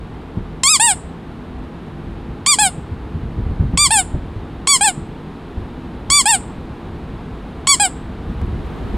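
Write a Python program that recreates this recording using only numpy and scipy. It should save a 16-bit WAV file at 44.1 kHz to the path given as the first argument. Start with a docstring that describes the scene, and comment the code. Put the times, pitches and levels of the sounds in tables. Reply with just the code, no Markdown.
"""A rubber ball squeaks six times, high as it is squeezed and lower as it refills, close to the microphone.
Each squeak is a sum of gliding reed partials, coloured by its tube and echoed by the quiet tiled room.
A puppy clambers over a lap: pulsed low sines and shaped noise make the thumps, shuffles and rustle.
Steady filtered noise and a faint drone are the room, which widens late, near one light tap.
A limiter holds the squeaks down, and everything under them ducks too."""
import sys
import numpy as np
from scipy import signal
from scipy.fft import rfft, irfft, next_fast_len
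from scipy.io import wavfile
from scipy.ndimage import uniform_filter1d, minimum_filter1d, map_coordinates

SR = 44100
rng = np.random.default_rng(int(sys.argv[2]) if len(sys.argv) > 2 else 0)


def dump(signal):
    """Clip the signal to [-1, 1] and save it as 16-bit WAV at the path in sys.argv[1]."""
    limited = np.clip(np.atleast_2d(signal).T, -1, 1)
    pcm = np.round(limited * 32767).astype(np.int16)
    wavfile.write(sys.argv[1], SR, pcm)


N = 395577
TIME = np.arange(N) / SR
TOP_HZ = 15900  # band limit of the reed partials and of the whole take


def amp(db):
    """Decibels to linear gain."""
    return 10 ** (np.asarray(db) / 20)


def unit(x):
    """Scale x to an rms of 1."""
    return x / np.sqrt(np.mean(x ** 2) + 1e-20)


def along(points, hz):
    """Read (hz, value) points at any frequency, on a log frequency axis."""
    point_hz, value = np.transpose(points)
    return np.interp(np.log(hz + 1), np.log(point_hz + 1), value)


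def over_time(points):
    """Read (time_s, level_db) points at every sample, still in dB."""
    return np.interp(TIME, *np.transpose(points))


def wobble(rate, size=N):
    """A smooth random curve with `rate` knots a second."""
    knots = rng.standard_normal(int(size * rate / SR) + 4)
    return map_coordinates(knots, [np.arange(size) * rate / SR])


def filtered(x, response):
    """Multiply the spectrum of x by a function of frequency in Hz."""
    size = next_fast_len(N + SR // 2)  # spare length keeps late echoes from wrapping round
    hz = np.fft.rfftfreq(size, 1 / SR)
    return irfft(rfft(x, size) * response(hz), size)[..., :N]


def noise(spectrum):
    """White noise coloured by (hz, level_db) points, then set to an rms of 1."""
    return unit(filtered(rng.standard_normal(N), lambda hz: amp(along(spectrum, hz))))


def add(track, s, sound):
    """Mix a sound into the track from time s."""
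    part = track[max(round(s * SR), 0):][:len(sound)]
    part += sound[:len(part)]


# Colour of the steady room noise; only its shape counts: hz, level_db
ROOM_NOISE_COLOUR = [(20, -11), (55, -0.5), (120, -6), (220, -2.5), (340, -8), (460, -10.5), (570, -17.5),
                     (800, -14.5), (1150, -19), (2100, -28), (3800, -33.5), (5800, -48.5), (9500, -51),
                     (15500, -64.5)]
# Level of the room noise through the take: time_s, level_db
ROOM_NOISE_LEVEL = [(0, -33), (5, -32), (8.2, -31), (8.97, -28)]
# How far the room noise opens out, against its centre: time_s, side_db
ROOM_NOISE_WIDTH = [(8.1, -56), (8.4, -17.5), (8.9, -9.5)]
# Faint drone in the room, middle level of each wavering tone: pitch_hz, level_db
DRONE_TONES = [(157, -38.5), (249, -44), (338, -43.5), (443, -50.5)]


def background():
    """Steady room noise, with a side signal of opposite signs that widens it at the end, and a wavering drone."""
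    side = amp(over_time(ROOM_NOISE_WIDTH)) * noise(ROOM_NOISE_COLOUR)
    stereo_noise = noise(ROOM_NOISE_COLOUR) + np.array([side, -side])
    drone = np.zeros(N)
    for pitch_hz, level_db in DRONE_TONES:
        phase = 2 * np.pi * pitch_hz * TIME + 3.6 * wobble(7)
        drone += amp(level_db + 2.7 * wobble(4)) * np.sin(phase)
    return amp(over_time(ROOM_NOISE_LEVEL)) * stereo_noise + drone


# Soft bumps of paws, knees and hands, levels before the trims below: start_s, level_db, pitch_hz
BUMPS = [(0.367, -15, 111), (2.279, -22, 80), (2.765, -19, 60), (2.912, -21, 80), (3.139, -17.5, 76),
         (3.223, -18, 56), (3.375, -14, 99.4), (3.454, -16.5, 66.6), (3.495, -14.5, 54.7),
         (3.593, -11.5, 84), (3.619, -17.5, 136), (3.726, -10, 64.4), (4.136, -12, 80),
         (4.355, -20.5, 111.4), (4.969, -17.5, 139), (5.565, -17, 67), (6.087, -14.5, 57), (6.569, -23, 56),
         (8.289, -18.5, 58), (8.409, -17.5, 70), (8.934, -15.5, 70)]
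# Colour of the noise in each bump; only its shape counts: hz, level_db
THUD_COLOUR = [(20, -10), (50, -4.5), (110, -1), (200, -3.5), (320, -14.5), (600, -27.5), (2000, -43),
               (6000, -83.5)]
# Bodies shifting, before the trim and swing below: time_s, level_db
SHUFFLE_LEVEL = [(0.0, -35), (0.45, -33.5), (1.0, -41.5), (2.25, -35.5), (2.45, -35), (3.1, -32),
                 (3.52, -23.5), (3.82, -27), (4.22, -27), (4.65, -39.5), (5.52, -41), (5.64, -33),
                 (6.17, -38), (7.29, -31), (7.82, -36), (8.52, -25.5), (8.67, -30), (8.97, -31)]
# Colour of the shifting and settling; only its shape counts: hz, level_db
RUMBLE_COLOUR = [(10, -28.5), (28, -7), (50, 1), (100, -4.5), (160, -12), (300, -20.5), (700, -46),
                 (2000, -89)]
# Cloth rustle, before its random swing: time_s, level_db
CLOTH_LEVEL = [(8.1, -96.5), (8.3, -67.5), (8.55, -73), (8.68, -59), (8.8, -64), (8.87, -60), (8.97, -64)]
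# Colour of the rustle; only its shape counts: hz, level_db
FABRIC_COLOUR = [(300, -11), (2000, 7), (6000, -2.5), (10000, -5), (15000, -10.5)]
SHUFFLE_TRIM_DB, FIDGET_DB, FIDGETS_PER_S = -1, 3, 9  # trim of the shuffle curve, and its random swing
SETTLE_DB, SETTLE_S = -13.5, .04  # rumble against each bump's level, and its time to swell


def puppy():
    """Padded contacts push out a low tone and dull noise, bodies settle and shift, and cloth brushes past."""
    bumps, contacts, settling = np.zeros(N), np.zeros(N), np.zeros(N)
    t = np.arange(SR // 4) / SR
    push = (t / 0.012 * np.exp(1 - t / 0.013)) ** 2  # a padded contact swells and dies
    settle = t / SETTLE_S * np.exp(1 - t / SETTLE_S)
    for start_s, level_db, pitch_hz in BUMPS:
        add(bumps, start_s, amp(level_db - 2.5) * push * np.sin(2 * np.pi * pitch_hz * t))
        add(contacts, start_s, amp(level_db - 7) * push)
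        add(settling, start_s, amp(level_db + SETTLE_DB) * settle)
    fidget_db = FIDGET_DB * wobble(FIDGETS_PER_S)
    shifting = amp(over_time(SHUFFLE_LEVEL) + SHUFFLE_TRIM_DB + fidget_db)
    shuffle = np.hypot(shifting, settling) * noise(RUMBLE_COLOUR)
    rustle = amp(over_time(CLOTH_LEVEL) + 2.8 * wobble(35)) * noise(FABRIC_COLOUR)
    return bumps + contacts * noise(THUD_COLOUR) + shuffle + rustle


def arch(stroke, opens_hz, stalls_hz, fall_power):
    """(time_s, pitch_hz) of a stroke: pressure lifts the pitch from the reed's opening to a top, then it sinks."""
    start_s, rise_s, fall_s, top_hz, hesitation = stroke
    u = np.linspace(0, 1, 100)
    rise = top_hz - (top_hz - opens_hz) * (1 - u ** hesitation) ** 2
    fall = top_hz - (top_hz - stalls_hz) * u ** fall_power
    times = start_s + np.append(rise_s * u, rise_s + fall_s * u)
    return np.transpose([times, np.append(rise, fall)])


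def causal(tone):
    """Frequencies and complex log gain of a passive body: its phase follows from its colour."""
    hz = np.fft.fftfreq(4096, 1 / SR)
    log_gain = np.conj(signal.hilbert(np.log(amp(along(tone, abs(hz))))))
    return hz[hz >= 0], log_gain[hz >= 0]


def reed(rows, tone, tilt_db, attack, fade, droop_hz, scoop_hz, jitter, rasp, flutter_db, sag_db):
    """One squeak: the reed chops the air once a cycle, faster under more pressure; its tube colours the pulses."""
    s, pitch_hz = np.transpose(rows)
    t = np.arange(s[0] - attack / 2, s[-1] + 0.029, 1 / SR)
    since_start = t - t[0]
    stall = np.maximum(t - s[-1] + fade, 0) / fade  # as the air runs out the reed goes flat and stops

    pitch = uniform_filter1d(np.interp(t, s, pitch_hz), size=400, mode="nearest")
    pitch = pitch - droop_hz * np.minimum(stall, 2) ** 2
    pitch = pitch - scoop_hz * np.exp(-since_start / .002)  # the first cycles are slow
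    overblown = np.clip((pitch - 1215) / 50, 0, 1)  # the hardest squeeze makes the top of the tone rasp
    pitch = pitch * (1 + .002 * wobble(120, len(t)) + jitter * wobble(2200, len(t)))

    k = np.arange(1, 24)[:, None]  # partial numbers

    def each_partial(rate):
        """A separate wobble for every partial."""
        return np.array([wobble(rate, len(t)) for _ in k])

    hz = k * pitch
    partials = np.exp(np.interp(hz, *causal(tone))) * np.clip((TOP_HZ - hz) / 400, 0, 1)
    treble = np.clip((hz - 2200) / 4500, 0, 1)
    flutter = np.tanh(each_partial(70))  # the upper partials are the least steady
    partials = partials * amp(treble * (tilt_db + flutter_db * flutter))
    # a stalling reed closes softly
    partials = partials * amp(-8 * stall * np.clip((hz - 9000) / 3000, 0, 1))
    # the top builds up last
    partials = partials * amp(-20 * np.exp(-since_start / .008) * np.clip((hz - 10000) / 1500, 0, 1))
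    partials = partials * np.exp(-1j * (hz / 4500) ** 2)  # the tube smears each pulse, treble last
    size = np.sqrt(np.sum(abs(partials) ** 2, axis=0) / 2)  # rms, used to even out the level

    raspy_band = np.exp(-((hz - 9200) / 1500) ** 2)
    scatter = (rasp + 0.83 * overblown) * raspy_band * each_partial(810)
    drift = np.clip((hz - 9000) / 2500, 0, 2) * each_partial(52.0)  # the top partials slip out of step
    phase = 2 * np.pi * np.cumsum(hz, axis=1) / SR + scatter + drift
    wave = np.sum(partials * np.exp(1j * phase), axis=0).real / size

    opening = np.clip(since_start / attack, 0, 1) ** 2
    # level change just after the reed opens: a dip if sag_db is positive, a lift if negative
    sag = sag_db * np.exp(-((t - s[0] - .012) / 0.011) ** 2)
    return t[0], wave * opening * amp(-sag - 17.2 * stall ** 2)


# Air pushed out; hesitation under 1 grabs at once, over 2 starts slowly. 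Pitch and level are before
# the reed's own movements: start_s, rise_s, fall_s, top_pitch_hz, hesitation, level_db, treble_tilt_db
SQUEEZES = [ (0.634, .080, .057, 1293, 2.54, -4, -1.5), (2.462, 0.037, 0.051, 1205, 0.98, -3, -2),
            (3.774, 0.059, 0.043, 1193, 0.61, -4, -2), (4.672, 0.029, 0.07, 1153, 1.05, -4, -1),
            (6.101, 0.071, 0.047, 1167, .68, -3.5, -2), (7.671, 0.035, 0.046, 1143, 0.73, -3.5, -2.5), ]
# Air drawn back in: start_s, rise_s, fall_s, top_pitch_hz, hesitation, level_db, treble_tilt_db
RELEASES = [ (0.797, 0.063, 0.072, 954, 0.86, -7.5, -1), (2.586, .025, .077, 868.5, 1.26, -10, -1.5),
            (3.906, 0.025, .087, 913, 1.1, -8.5, -1), (4.809, 0.039, 0.06, 901, 3.8, -9.5, -3.5),
            (6.256, 0.046, 0.064, 932, 1.7, -7, -1.5), (7.798, 0.022, .055, 837, 1.03, -9.5, -3.5), ]
# Colour of the squeaker as air goes out; only its shape counts: hz, level_db
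OUT_TONE = [(900, -19.5), (1130, -17), (1350, -28), (2300, -19.5), (3400, -17.5), (4050, -23), (4650, -12),
            (5300, -18.5), (6050, -29), (6900, -13), (7600, -9.5), (9000, -16.5), (11200, -33.5),
            (15500, -48)]
# Colour of the squeaker as air comes in; only its shape counts: hz, level_db
IN_TONE = [(680, -13), (830, -16), (1450, -22), (2600, -23), (3300, -22), (4000, -27), (5300, -27),
           (6050, -55), (6700, -30), (7550, -15), (8600, -17.5), (10300, -28.5), (12000, -43), (15500, -46)]
OUT_OPENS_HZ, OUT_STALLS_HZ, OUT_FALL_POWER = 1052.5, 1001, 1.6  # the hand eases off in a rounded arch
IN_OPENS_HZ, IN_STALLS_HZ, IN_FALL_POWER = 808, 713.3, 0.99  # the rubber springs back at an even pace


def ball():
    """Each squeeze flicks the reed open and sounds it; each release sounds it with reversed polarity."""
    squeaks, flicks = np.zeros(N), np.zeros(N)
    t = np.arange(SR // 50) / SR
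    flick_pulse = t / 0.00067 * np.exp(1 - t / 0.00095)
    for *stroke, level_db, tilt_db in SQUEEZES:
        glide = arch(stroke, OUT_OPENS_HZ, OUT_STALLS_HZ, OUT_FALL_POWER)
        start_s, wave = reed(glide, OUT_TONE, tilt_db, attack=0.0036, fade=0.021, droop_hz=25.53,
                             scoop_hz=242.4, jitter=0.00075, rasp=0.065, flutter_db=1.5, sag_db=9.5)
        add(squeaks, start_s, -amp(level_db) * wave)
        add(flicks, stroke[0], flick_pulse)
    for *stroke, level_db, tilt_db in RELEASES:
        glide = arch(stroke, IN_OPENS_HZ, IN_STALLS_HZ, IN_FALL_POWER)
        start_s, wave = reed(glide, IN_TONE, tilt_db, attack=.003, fade=0.035, droop_hz=9,
                             scoop_hz=61, jitter=0.0047, rasp=0.12, flutter_db=7.5, sag_db=-1.5)
        add(squeaks, start_s, amp(level_db) * wave)
    flick_colour = [(400, -17.5), (1400, -0.5), (5000, 0.0), (8000, -9.5), (11500, -24.0), (15000, -45)]
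    return squeaks + amp(-13.5) * flicks * noise(flick_colour)


# Echoes off hand, floor and cupboard, close to the ball: hz, level_db
NEAR_SEND = [(800, -25.5), (3000, -15.5), (6000, -18), (9000, -12), (14000, -7.5)]


def near_echoes(x, count=10):
    """Close surfaces send back late copies that beat against the gliding partials."""
    delays_s = np.linspace(.002, .028, count) * rng.uniform(.85, 1.3, count)
    gains = np.exp(-delays_s / 0.017)

    def response(hz):
        """Sum of the delayed copies, coloured by the surfaces."""
        copies = sum(gain * np.exp(-2j * np.pi * hz * delay) for gain, delay in zip(gains, delays_s))
        return amp(along(NEAR_SEND, hz)) * copies / np.linalg.norm(gains)

    return filtered(x, response)


# Time for the room's ring to fall 60 dB: hz, decay_s
ROOM_DECAY = [(300, 0.87), (3000, 0.3), (8000, 0.35), (14000, 0.12)]
# Level of the squeaks sent into the room: hz, level_db
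ROOM_SEND = [(500, -33), (4500, -28.5), (6200, -23.5), (8000, -24.5), (10500, -21), (15000, -19)]


def room(x):
    """Tiles and cupboard doors ring on, most in the treble: decaying noise convolved with the sound."""
    hz, t, z = signal.stft(rng.standard_normal(SR * 3 // 4), SR, nperseg=256)
    decay = amp(-60 * t / along(ROOM_DECAY, hz)[:, None])
    tail = signal.istft(z * decay, SR, nperseg=256)[1]
    tail = tail * np.clip(np.arange(len(tail)) / SR / 0.011, 0, 1)  # the ring fades in over 11 ms
    send = filtered(x, lambda hz: amp(along(ROOM_SEND, hz)))
    return signal.fftconvolve(send, tail / np.linalg.norm(tail))[:N]


# A light tap as the ball is moved, level before a 7 dB cut: start_s, level_db
TAPS = [(8.416, -24.5)]


def tap():
    """A small dull contact with no ring: a quickly dying burst of noise."""
    contact, t = np.zeros(N), np.arange(SR // 20) / SR
    for start_s, level_db in TAPS:
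        add(contact, start_s, amp(level_db - 7) * np.exp(-t / 0.01))
    return contact * noise([(200, -8), (650, 4), (2000, -12), (7000, -47)])


def scene():
    """The ball close to the microphone, its echoes, the puppy and the room around them."""
    squeaks = ball()
    return background() + puppy() + squeaks + near_echoes(squeaks) + room(squeaks) + tap()


def record(dry, ceiling_db=-2.5):
    """A peak limiter ducks everything under the squeaks; nothing is kept above the band limit."""
    peak = np.max(abs(dry), axis=0)  # louder of the two channels
    needed = np.minimum(1, amp(ceiling_db) / (peak + 1e-9))
    gain = uniform_filter1d(minimum_filter1d(needed, size=300), size=200)
    return filtered(dry * gain, lambda hz: np.clip((TOP_HZ - hz) / 200 + .5, 0, 1))


dry = scene()
out = record(dry)
dump(out)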